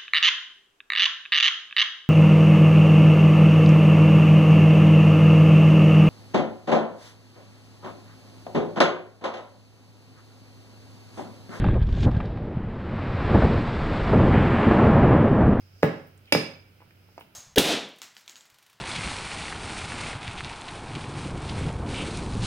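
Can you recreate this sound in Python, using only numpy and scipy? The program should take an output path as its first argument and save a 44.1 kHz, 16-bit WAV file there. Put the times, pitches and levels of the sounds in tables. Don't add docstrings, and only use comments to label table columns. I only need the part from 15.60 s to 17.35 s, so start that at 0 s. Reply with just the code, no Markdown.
import sys
import numpy as np
from scipy import signal
from scipy.io import wavfile

SR = 44100
rng = np.random.default_rng(int(sys.argv[2]) if len(sys.argv) > 2 else 0)


def unload_wav(signal):
    wavfile.write(
        sys.argv[1],
        SR,
        np.round(np.clip(np.atleast_2d(signal).T, -1, 1) * 32767).astype(np.int16),
    )


N = 77175
T = np.arange(N) / SR

# start_s, thump_db, contact_cutoff_hz, clink_db, grating_db, boom_db
IMPACTS = [(.2268, -28, 2350, -25.5, -41, -54), (.2314, 3, 1310, -25, -30, -0.5),
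           (.7231, -6, 2800, 0, -10.5, -9), (.7239, -24, 3186, -9.5, -32, -27.5),
           (0.7265, -7, 2620, -12, -24, -8.5), (.7501, -1.5, 1350, -25, -35.5, -6.5)]
PLATE_PITCHES = [1682, 1766, 2000, 2305, 2560, 2740, 2820, 3400, 3700, 4272, 4845, 4985, 5400, 5760, 6885,
                 8290, 9165, 11780, 14815]
# sharp_click_db, soft_push_db, t60_s, left_minus_right_db
PLATE_MODES = [(-37.5, -29.5, .22, 3), (-25, -43.5, 0.057, -9), (-22, -37, 0.0246, 0),
               (-15, -40.5, .06, 1.5), (-15, -39, 0.029, -8), (-17.5, -38, 0.021, -8.5),
               (-21.5, -37, 0.087, -1.5), (-22, -34.5, 0.054, 4), (-30, -39.5, .02, 11.5),
               (-26.5, -39.5, 0.066, -2.5), (-22, -41, 0.039, -6.5), (-17.5, -40, 0.027, -7.5),
               (-23, -34.5, 0.02423, -5.5), (-23, -29, 0.025, -2), (-26, -43, 0.027, 10),
               (-35, -41.5, 0.039, 5), (-29, -43, .05, 1), (-24, -50.5, 0.044, -4), (-31, -38.5, .05, -5.5)]
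# pitch_hz, level_db, t60_s
CLACK_MODES = [(1090, -14.5, 0.0099), (2487, -9, 0.0097), (3800, -13, 0.0018), (5200, -19.5, .005),
               (10900, -24, .0012)]
# pitch_hz, level_db, t60_s
BOARD_MODES = [(150, -20.5, 0.043), (313, -17, 0.026), (440, -23, 0.11), (482, -5, 0.015),
               (552, -23, 0.091), (763, -25, 0.029), (1087, -13.5, 0.0047), (1754, 1, 0.0027)]
# start_s, level_db, pitch_hz
ROCKING_TAPS = [(1.205, -45, 890), (1.218, -42, 1000), (1.224, -42, 920), (1.489, -48, 807),
                (1.5789, -28.5, 749), (1.5821, -33, 800), (1.592, -35.5, 700), (1.6105, -36, 900)]
# start_s, level_db, t60_s, centre_hz
GRITTY_CLICKS = [(0.2348, -49, 0.022, 7700), (0.234, -39.5, 0.094, 14500), (0.468, -54.5, 0.089, 15040),
                 (.577, -60, 0.028, 7950), (0.656, -52.5, 0.017, 3950), (.672, -56.5, 0.54, 2600),
                 (1.202, -61, 0.085, 2300), (1.308, -53, 0.02, 2050), (1.5795, -54, 0.022, 5200),
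                 (1.597, -55, 0.15, 13400), (1.609, -48, .08, 2500)]
# pitch_hz, level_db, t60_s
STANDING_WAVES = [(122.4, -26.5, 0.36), (150.6, -12, .13), (169.7, -23.5, .36), (215.2, -27, 0.35),
                  (255.3, -32, 0.44), (291.4, -30, .32), (329, -30.5, .3), (439.6, -31.5, 0.44),
                  (549, -28.5, 0.41)]
# delay_s, level_db
REFLECTIONS = [(.0059, -13.5), (.014, -15), (.0207, -18.5), (.0363, -29), (.0457, -23), (0.053, -32)]
# frequency_hz, level_re_direct_db, t60_s
REVERB_BANDS = [(70, -11.5, 0.63), (148, 1, 0.62), (280, -0.5, .4), (540, -8, 0.44), (1000, -2.5, 0.44),
                (2300, -4.5, 0.48), (5000, -1, .43), (9000, -4.5, 0.34), (15000, -6.5, 0.18)]
# frequency_hz, correlation
COHERENCE = [(100, .96), (300, 0.67), (600, 0.54), (1200, 0), (3000, 0.078), (15000, 0.18)]
# frequency_hz, relative_density_db
HISS_SPECTRUM = [(15, -42), (25, -9.5), (43, -16.5), (64, -9.5), (111, -5.5), (326, -14.5), (503, -18),
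                 (775, -22), (1160, -28), (1480, -18), (1890, -29.5), (2480, -18), (4140, -35.5),
                 (5000, -26.5), (5430, -37), (7110, -42), (16000, -32)]
# time_s, level_db
THIN_HISS_LEVELS = [(0, -66), (.12, -70.5), (.25, -59.5), (.58, -77.5), (1.0, -76), (1.33, -76),
                    (1.45, -74), (1.56, -69.5), (1.68, -80)]
# time_s, level_db
HUM_LEVELS = [(0, -54.5), (.2, -56.5), (.7, -59.5), (1.0, -58.5), (1.3, -60), (1.56, -61.5), (1.74, -74)]


def plate_impacts():
    push = sharp = grating_envelope = 0
    for start_s, thump_db, contact_hz, clink_db, grating_db, _ in IMPACTS:
        push -= from_db(thump_db) * butter(impulse(start_s), contact_hz, "low")
        sharp += from_db(clink_db) * impulse(start_s)
        grating_envelope += from_db(grating_db) * decay(start_s, t60_s=0.023)
    return floorboards(push) + plate(sharp, push) + clack(sharp) + grating(grating_envelope)


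def plate(sharp, soft):
    sound = 0
    for k, (hz, (sharp_db, soft_db, t60_s, side_db)) in enumerate(zip(PLATE_PITCHES, PLATE_MODES)):
        force = from_db(sharp_db) * sharp + from_db(soft_db) * soft
        sound += (-1) ** k * pan(resonator(force, hz, t60_s), side_db)
    return sound


def clack(force):
    return sum((-1) ** k * from_db(db) * resonator(force, hz, t60_s)
               for k, (hz, db, t60_s) in enumerate(CLACK_MODES))


def grating(envelope):
    noise = butter(envelope * rng.standard_normal((2, N)), 1900, "high")
    return butter(noise, 4460, "low", order=1)


def floorboards(force):
    thud = sum(from_db(db) * resonator(force, hz, t60_s) for hz, db, t60_s in BOARD_MODES)
    return butter(thud, 130, "high", order=1)


def rocking_taps():
    force = knocks = 0
    for start_s, db, hz in ROCKING_TAPS:
        push = -from_db(db) * butter(impulse(start_s), 1170, "low")
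        force += push
        knocks += resonator(push, hz, t60_s=0.011)
    cavity = from_db(-30) * resonator(force, hz=666, t60_s=0.18)
    return knocks + cavity + from_db(-6) * floorboards(force) + from_db(2.5) * plate(force, soft=0)


def gritty_clicks():
    white = rng.standard_normal(N)
    grit = 0
    for start_s, db, t60_s, hz in GRITTY_CLICKS:
        band = butter(white, [hz / 2 ** .25, hz * 2 ** .25], "band")
        grit += from_db(db) * decay(start_s, t60_s) * band / band.std()
    return grit


def boom(delay_s=0.007456):
    force = sum(from_db(boom_db) * impulse(start_s + delay_s) for start_s, *_, boom_db in IMPACTS)
    force = butter(force, 510, "low")
    force = butter(force, 85.25, "high")
    return sum(from_db(db) * resonator(force, hz, t60_s) for hz, db, t60_s in STANDING_WAVES)


def reverberation(sound, onset_s=0.0012, build_s=0.0084):
    reflections = sum(from_db(db) * impulse(delay_s) for delay_s, db in REFLECTIONS)
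    response = butter(reflections, 2300, "low", order=1)
    build_up = np.clip((T - onset_s) / build_s, 0, 1)
    for hz, band in diffuse_bands():
        tail = band * build_up * decay(0, t60_s=at_hz(REVERB_BANDS, hz, column=2))
        tail *= band.std() / np.sqrt(np.sum(tail ** 2) / 2)
        response = response + from_db(at_hz(REVERB_BANDS, hz)) * tail
    return signal.fftconvolve(sound, response, axes=1)[:, :N]


def room_hiss():
    hiss = sum(from_db(at_hz(HISS_SPECTRUM, hz)) * band for hz, band in diffuse_bands())
    return from_db(-59.5) * hiss / hiss.std()


def thin_hiss(centre_hz=5100, width_hz=440):
    edges_hz = [centre_hz - width_hz / 2, centre_hz + width_hz / 2]
    hiss = butter(rng.standard_normal((2, N)), edges_hz, "band", order=1)
    level_db = np.interp(T, *np.transpose(THIN_HISS_LEVELS))
    return from_db(level_db) * hiss / hiss.std()


def hum(pitch_hz=95.6, waver_db=1.5):
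    waver = butter(rng.standard_normal(2 * N), 6, "low")[N:]
    level_db = np.interp(T, *np.transpose(HUM_LEVELS)) - waver_db * waver / waver.std()
    return from_db(level_db) * np.sqrt(2) * np.sin(2 * np.pi * pitch_hz * T)


def diffuse_bands():
    white = rng.standard_normal((2, 2, N))
    edges_hz = 20 * 2 ** (np.arange(31) / 3)
    for k, (low, high) in enumerate(zip(edges_hz, edges_hz[1:])):
        mid, side = butter(white[k % 2], [low, high], "band")
        hz = np.sqrt(low * high)
        alike = at_hz(COHERENCE, hz)
        yield hz, np.sqrt((1 + alike) / 2) * mid + np.sqrt((1 - alike) / 2) * side * [[1], [-1]]


def resonator(force, hz, t60_s):
    radius = np.exp(-np.log(1000) / (t60_s * SR))
    angle = 2 * np.pi * hz / SR
    return signal.lfilter([.5, 0, -.5], [1, -2 * radius * np.cos(angle), radius ** 2], force + 1e-18)


def impulse(start_s):
    return 1. * (np.arange(N) == int(start_s * SR))


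def decay(start_s, t60_s):
    return (T >= start_s) * np.exp(-np.log(1000) * np.maximum(T - start_s, 0) / t60_s)


def butter(sound, hz, kind, order=2):
    sections = signal.butter(order, np.clip(hz, 10, .49 * SR), kind, fs=SR, output="sos")
    return signal.sosfilt(sections, sound + 1e-18)


def pan(sound, left_minus_right_db):
    return sound * from_db([[left_minus_right_db / 2], [-left_minus_right_db / 2]])


def at_hz(table, hz, column=1):
    table = np.array(table)
    return np.interp(np.log(hz), np.log(table[:, 0]), table[:, column])


def from_db(db):
    return 10 ** (np.asarray(db) / 20)


def scene(right_lag_s=0.00012):
    loud = plate_impacts()
    light = rocking_taps() + gritty_clicks()
    left, right = loud + light
    direct = np.array([left, np.interp(T - right_lag_s, T, right)])
    in_room = direct + boom() + reverberation(loud + from_db(-4.5) * light)
    in_room = butter(in_room, 80, "high", order=1)
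    background = room_hiss() + thin_hiss() + hum()
    return pan(in_room + background, left_minus_right_db=-2.47)


def record(dry, ceiling=0.99, cutoff_hz=16000):
    rounded = ceiling * np.tanh(dry / ceiling)
    return signal.sosfilt(signal.ellip(10, .1, 90, cutoff_hz, fs=SR, output="sos"), rounded)


dry = scene()
out = record(dry)
unload_wav(out)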